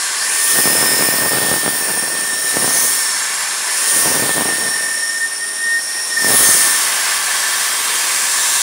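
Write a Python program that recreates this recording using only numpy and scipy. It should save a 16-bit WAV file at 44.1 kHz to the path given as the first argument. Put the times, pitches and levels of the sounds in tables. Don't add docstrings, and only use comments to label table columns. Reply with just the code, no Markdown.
import sys
import numpy as np
from scipy import signal
from scipy.fft import rfft, irfft, next_fast_len
from scipy.io import wavfile

SR = 44100
rng = np.random.default_rng(int(sys.argv[2]) if len(sys.argv) > 2 else 0)


def unload_audio(sound):
    columns = np.transpose(np.atleast_2d(sound))
    steps = np.round(np.clip(columns, -1, 1) * 32767)
    wavfile.write(sys.argv[1], SR, steps.astype(np.int16))


def gain_from_db(level_db):
    decades = np.asarray(level_db, float) / 20
    return 10 ** decades


N = 380123
TIME = np.arange(N) / SR


# f/Hz, density/dB per Hz
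TABLE_WASH = [(60, -56), (156, -29), (400, -13), (750, -12), (1300, -9), (2300, -9), (3300, -10.5),
              (4900, -9.5), (7000, -21.5), (9000, -40.5), (11000, -20), (13800, -41), (15750, -24)]
BLOCK_HISS = [(2000, -29), (4200, -12.5), (5600, -3.5), (7100, -1), (8600, -1.5), (10000, -3),
              (11000, -1.5), (12500, -26.5), (15800, -59)]
FACING_SIZZLE = [(5000, -38), (8000, -16), (11000, -8), (12500, -2.5), (14200, -4), (15750, 2.5)]
# t/s, force on block/dB, facing the listener/dB, spill over table/dB
NOZZLE_PATH = [(.14, -24.5, -40, -28.5), (.48, -22, -21.5, -27.5), (.85, -24.5, -20.5, -27),
               (1.75, -28.5, -25, -30), (2.32, -29, -32.5, -32.5), (2.83, -23, -20, -28),
               (3.15, -23.5, -36, -29), (3.62, -24.5, -40, -27.5), (3.97, -21.5, -21.5, -27.5),
               (4.25, -28, -23.5, -27.5), (4.85, -29, -36, -33.5), (5.4, -33, -42.5, -37),
               (6.14, -31, -39.5, -33), (6.3, -21.5, -18, -26.5), (6.5, -17.5, -17.5, -26),
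               (6.96, -22.5, -30, -25), (7.95, -24.5, -28, -25.5), (8.62, -18, -29, -27.5)]


def jet():
    force_db, facing_db, spill_db = in_time(NOZZLE_PATH)
    wash = gain_from_db(spill_db + 3.0) * hiss(colour, TABLE_WASH, patchy_db=0.97)
    low_pass = signal.butter(2, 950, fs=SR, output="sos")
    low_end = signal.sosfiltfilt(low_pass, wash)
    wash = wash - np.clip(0.61 * height(), 0, 1) * low_end
    close = gain_from_db(force_db + 1.0) * hiss(colour, BLOCK_HISS, patchy_db=0.97)
    sizzle = gain_from_db(facing_db + 5.0) * hiss(colour, FACING_SIZZLE, patchy_db=0.8)
    return wash + close + sizzle


# t/s, first mode f/Hz, level/dB, third mode f/Hz, level/dB
WHISTLE_PATH = [(0, 1785, -39, 5350, -43), (.24, 1800, -31, 5480, -31), (.57, 1833, -22, 5300, -24),
                (.95, 1821, -23.5, 5230, -21), (1.25, 1831, -23.5, 5300, -28.5),
                (1.8, 1801, -26.5, 5490, -29.5), (2.5, 1805, -24.5, 5526, -28),
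                (2.83, 1829, -27, 5420, -29), (3.1, 1784, -28.5, 5440, -27), (3.42, 1776, -41, 5400, -42),
                (3.93, 1830, -27, 5440, -24), (4.35, 1811, -23.5, 5490, -32),
                (4.68, 1816, -23.5, 5533, -26.5), (4.98, 1829, -27, 5510, -26),
                (5.24, 1821, -33, 5500, -28.5), (6.06, 1852, -35, 5526, -26.5),
                (6.35, 1825, -23.5, 5400, -20.5), (6.78, 1787, -25.5, 5440, -28)]
# t/s, first mode f/Hz, level/dB, third mode f/Hz, level/dB
PARKED_HOLE = (7, 1775.5, -41, 5450, -37)
# peak t/s, build-up/s, level/dB
WHISTLE_LOCKS = [(5.035, 0.037, -18), (5.1, 0.053, -19), (5.16, 0.045, -17.5), (5.24, 0.048, -13.5),
                 (5.33, 0.046, -25), (5.439, 0.058, -21.5), (5.5, 0.048, -25), (5.77, 0.23, -13),
                 (5.9, 0.055, -26), (5.99, 0.074, -22.5), (6.04, 0.027, -30), (6.13, 0.034, -21),
                 (6.18, 0.027, -16), (6.265, .07, -19.5), (6.345, 0.032, -16.5), (6.55, 0.058, -20),
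                 (7.32, 0.074, -27), (7.52, 0.16, -24), (7.7, .08, -25), (8.4, .1, -30)]
# start t/s, length/s, f/Hz, level/dB
NEIGHBOUR_HOLES = [
    (4.68, 0.3, 1791, -25),
    (6.172, 0.098, 1806, -20),
]


def holes():
    hz, level_db, third_hz, third_db = in_time([*WHISTLE_PATH, PARKED_HOLE])
    build_up_bend, break_off_s = 0.84, .04
    locks = [gain_from_db(db) * hump(s, 0, rise, break_off_s) ** build_up_bend for s, rise, db in WHISTLE_LOCKS]
    level = np.maximum(gain_from_db(level_db), np.max(locks, axis=0))
    sharp_hz = np.maximum(hz - PARKED_HOLE[1], 0)
    breath = .8 * np.exp(-0.045 * sharp_hz) * np.sqrt(gain_from_db(level_db) / level)
    unsteady_hz = hz + 24 * np.sqrt(breath) * drift(20)
    first = level * gain_from_db(-.6) * blown_mode(unsteady_hz, 35, breath)
    octave = gain_from_db(-26) * first ** 2 / gain_from_db(-10)
    beside = 0
    for s, length, beside_hz, db in NEIGHBOUR_HOLES:
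        envelope = gain_from_db(db) * hump(s, length, 0.021, 0.046)
        beside = beside + envelope * blown_mode(np.full(N, beside_hz), 32, 0.077)
    third = gain_from_db(third_db - 2.0 + 1.37 * drift(3.9)) * blown_mode(third_hz, 175, 1)
    fifth_hz = 9293 - 220 * height()
    fifth = gain_from_db(driven("fifth") - 2.5 + 0.56 * drift(14.0)) * blown_mode(fifth_hz, 770, 1)
    return np.real(first + octave + beside), np.real(third + fifth)


# centre t/s, half length/s, f/Hz, width/Hz,
# level/dB
SWELLING_TONES = [(6.50, 0.049, 6330, 53, -19), (6.38, 0.07, 10300, 240, -16.5), (0.57, 0.36, 10250, 480, -23.5),
                  (2.76, 0.13, 10200, 450, -22.5), (2.8, 0.11, 6200, 550, -21.5), (4.0, 0.11, 11000, 420, -25),
                  (.52, 0.074, 6100, 400, -27), (1.2, 0.39, 15000, 220, -29), (8.45, 0.32, 7400, 360, -27),
                  (8.55, .25, 3800, 700, -25.5), (5.5, .3, 3690, 25, -46), (7.5, .45, 5900, 200, -33),
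                  (4.1, .1, 5600, 660, -24)]


def swelling_tones():
    out = np.zeros(N)
    for s, half_s, hz, width_hz, db in SWELLING_TONES:
        near = abs(TIME - s) < 3 * half_s
        tone = blown_mode(np.full(near.sum(), hz), width_hz, width_hz / 120)
        swell = np.exp(-((TIME[near] - s) / half_s) ** 2)
        out[near] += gain_from_db(db) * swell * np.real(tone)
    return out


# t/s, peak level/dB, push +1 or pull -1
STRONG_EDDIES = [(0.5885, -4.5, -1), (.656, -4, -1), (.6755, -1.5, 1), (6.489, -9, 1), (.5982, -12, 1),
                 (0.7884, -10, 1), (0.8274, -3.5, 1), (0.8388, -11, -1), (.936, -8, 1), (1.0246, -5, 1),
                 (1.088, -4, 1), (1.139, -7, 1), (1.2617, -7, 1), (1.333, -8, 1), (1.385, -4, 1),
                 (1.5141, -4.5, 1), (1.5395, -5, -1), (1.6623, -3, 1), (1.6789, -2, -1), (2.5696, -2, 1),
                 (2.644, -4.5, 1), (2.6778, -6, 1), (4.0588, -6.5, -1), (4.2933, -7, 1), (4.3808, -4.5, 1),
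                 (4.41, -5, -1), (4.4197, -7, -1), (6.246, -6.5, 1), (6.3048, -6, -1), (6.349, -8, 1)]


def buffeting():
    level_db = gust_db()
    eddies_per_s, stray_per_s, stray_over_db = 250, 28, 10
    sizes = gain_from_db(2.1 * np.minimum(rng.exponential(1, N), 3)) * rng.choice([-1, 1], N)
    clicks = sizes * (rng.random(N) < eddies_per_s / SR)
    stray = rng.random(N) < stray_per_s / SR
    strong = gain_from_db(level_db + stray_over_db) * np.sign(sizes) * stray
    s, peak_db, push = np.transpose(STRONG_EDDIES)
    strong[(s * SR).astype(int) - 6] = gain_from_db(peak_db) * np.sign(push)
    small = gain_from_db(level_db - 2.5) * rms_one(eddy(clicks, 536, 236))
    thud = gain_from_db(1.78 * level_db + 7.5) * rms_one(eddy(clicks, 170, 130))
    pops = gain_from_db(29.0) * eddy(strong, 520, 153)
    rocking = gain_from_db(-26) * np.exp(-((TIME - 6.4) / 0.12) ** 2) * drift(34.5)
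    return small + thud + pops + rocking


def eddy(clicks, sharp_hz, rebound_hz):
    soft = signal.sosfilt(signal.butter(1, sharp_hz, fs=SR, output="sos"), clicks + 1e-18)
    soft = signal.sosfilt(signal.butter(1, sharp_hz * 3, fs=SR, output="sos"), soft)
    return signal.sosfilt(signal.butter(2, rebound_hz, "high", fs=SR, output="sos"), soft)


# start t/s, length/s, level/dB, decay/dB per s
AIR_GUSTS = [(0.57, .3, -23.5, 20), (1.0, .4, -23, 18), (1.5, .04, -24.5, 40), (1.66, .03, -25, 86),
             (1.89, 0.038, -27, 18), (2.3, .2, -34, 30), (2.57, 0.12, -25, 55), (2.79, .03, -28, 67),
             (3.78, 0.11, -40, 35), (3.967, 0.085, -27, 30), (4.07, 0.14, -23.5, 23), (4.375, .06, -24, 32),
             (4.63, .02, -28.5, 60), (4.8, 0.054, -36, 25), (6.27, .08, -24, 52), (6.49, 0.019, -26, 92),
             (6.58, .1, -35, 25)]


def gust_db():
    gusts = []
    for s, length, db, fall_db_per_s in AIR_GUSTS:
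        rise = 173 * np.maximum(s - TIME, 0)
        fall = fall_db_per_s * np.maximum(TIME - s - length, 0)
        gusts.append(db - rise - fall)
    calm_db = -43.5 - 2 * height()
    return np.maximum(np.max(gusts, axis=0), calm_db) + 0.86 * drift(9.0)


# f/Hz, width/Hz, level/dB
CAVITIES = [(1052, 393, -2), (1127, 110, -2), (1573, 140, 2), (1752, 120, 4), (2010, 130, -1),
            (2240, 230, -5), (2750, 58, -5), (3250, 71, -1), (3633, 41, -1.5), (4350, 90, -11),
            (5440, 370, -5), (6570, 120, -1.5), (7380, 220, 0), (8530, 370, -4.5)]


def gaps():
    return gain_from_db(driven("spray") + 6.5) * hiss(resonances, CAVITIES, patchy_db=1.0)


# f/Hz, level/dB
SPINDLE_HUM = [(208, -58.5), (413, -51), (625, -50.5)]


def spindle():
    wobble = np.cumsum(1 + 0.00294 * drift(1.47)) / SR
    hum = 0
    for hz, db in SPINDLE_HUM:
        hum = hum + gain_from_db(db + 1.0 + 2.2 * drift(1.1)) * np.sin(2 * np.pi * hz * wobble)
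    return hum


def machine_bed(x):
    t, step = TIME[:SR // 10], SR // 2
    t60_s, echo_db = .06, -8
    out = np.zeros(N + 2 * SR)
    for start in range(-step, N, step):
        first = max(start, 0)
        tail = rms_one(rng.standard_normal(len(t)) * gain_from_db(-60 * t / t60_s))
        response = gain_from_db(echo_db) * tail / np.sqrt(len(t))
        response[0] = 1
        window = np.hanning(2 * step)[max(-start, 0):][:N - first]
        heard = signal.fftconvolve(window * x[first:start + 2 * step], response)
        out[first:][:len(heard)] += heard
    return out[:N] * gain_from_db(0.33)


JET_DRIVE = {"spray": (-35.5, 0.23, 0.0129, 0.84, 2.5), "fifth": (-19, 0.67, 0.1857, -0.13, -8.5)}
# force/dB, facing/dB, spill/dB
MEAN_FLOW = [-27, -30, -30]


def driven(name):
    db, *shares, parked_db = JET_DRIVE[name]
    flow = zip(shares, in_time(NOZZLE_PATH), MEAN_FLOW)
    return db + sum(share * (now - mean) for share, now, mean in flow) + parked_db * height()


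# start t/s, length/s, height gained (parked = 1)
HEAD_STROKES = [
    (.1, .35, -0.99),
    (2.9, .35, 0.99),
    (3.5, .45, -1.0),
    (6.55, .4, .75),
]


def height():
    moved = sum(gain * np.clip((TIME - s) / length, 0, 1) for s, length, gain in HEAD_STROKES)
    return np.clip(1 + moved, 0, 1.5)


def blown_mode(hz, width_hz, breath):
    rate_hz, size = width_hz * .8, len(hz)
    turbulence = (drift(rate_hz, size=size) + 1j * drift(rate_hz, size=size)) / np.sqrt(2)
    breath = np.clip(breath, 0, 1)
    swing = np.sqrt(1 - breath) + np.sqrt(breath) * turbulence
    return np.sqrt(2) * swing * np.exp(2j * np.pi * np.cumsum(hz) / SR)


def hiss(shape, table, patchy_db):
    size = next_fast_len(N)
    hz = np.arange(1, size // 2 + 2) * SR / size
    coloured = shape(table, hz) * rfft(rng.standard_normal(size))
    together, out = drift(9.3), 0
    patch = np.floor(np.log2(hz) * 2).astype(int) % 3
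    for k in range(3):
        flicker_db = patchy_db * (.5 * together + 1.0 * drift(4.1))
        out = out + irfft(coloured * (patch == k), size)[:N] * gain_from_db(flicker_db)
    return rms_one(out)


def colour(spectrum, hz):
    table_hz, db = np.transpose(spectrum)
    return gain_from_db(np.interp(np.log(hz), np.log(table_hz), db))


def resonances(peaks, hz):
    power = 0
    for centre_hz, width_hz, db in peaks:
        detuning = 2 * (hz - centre_hz) / width_hz
        power = power + gain_from_db(2 * db) / (1 + detuning ** 2) ** 2
    return np.sqrt(power)


def drift(rate_hz, size=N):
    r = np.exp(-2 * np.pi * rate_hz / SR)
    noise = rng.standard_normal(size + SR // 2)
    return rms_one(signal.lfilter([1], [1, -2 * r, r * r], noise)[SR // 2:])


def hump(start, length, rise, fall):
    return np.interp(TIME, np.cumsum([start - rise, rise, length + 1e-4, fall]), [0, 1, 1, 0])


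def in_time(rows):
    s, *columns = np.transpose(rows)
    return [np.interp(TIME, s, c) for c in columns]


def rms_one(x):
    return x / np.sqrt(np.mean(np.abs(x) ** 2) + 1e-20)


def noise_fills(mono):
    side, half = np.zeros(N), 1024
    window = np.sin(np.linspace(0, np.pi, 2 * half))
    bins_hz = np.arange(half + 1) * SR / (2 * half)
    for when, where in rng.random((26, 2)):
        start = int(when * (N - 2 * half))
        hz = 4700 + where * (15300 - 4700)
        span = slice(start, start + 2 * half)
        band = (abs(bins_hz - hz) < 350 + .06 * hz) & (bins_hz < 15750)
        random_phase = np.exp(2j * np.pi * rng.random(half + 1))
        side[span] += gain_from_db(-5.0) * window * irfft(abs(rfft(mono[span])) * band * random_phase)
    return side * [[1], [-1]]


def scene():
    whistle, upper_modes = holes()
    reflected = machine_bed(jet() + upper_modes)
    mono = reflected + gaps() + whistle + swelling_tones() + buffeting() + spindle()
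    return np.stack([mono, mono])


def band_limit(x):
    return signal.sosfilt(signal.butter(12, 15990, fs=SR, output="sos"), x)


def record(dry):
    thin = signal.sosfilt(signal.butter(2, 90, "high", fs=SR, output="sos"), dry)
    cut = signal.sosfilt(signal.ellip(14, .5, 80, 15730, fs=SR, output="sos"), thin)
    mix = np.clip(cut + noise_fills(cut[0]), -1, 1)
    return band_limit(mix)


dry = scene()
out = record(dry)
unload_audio(out)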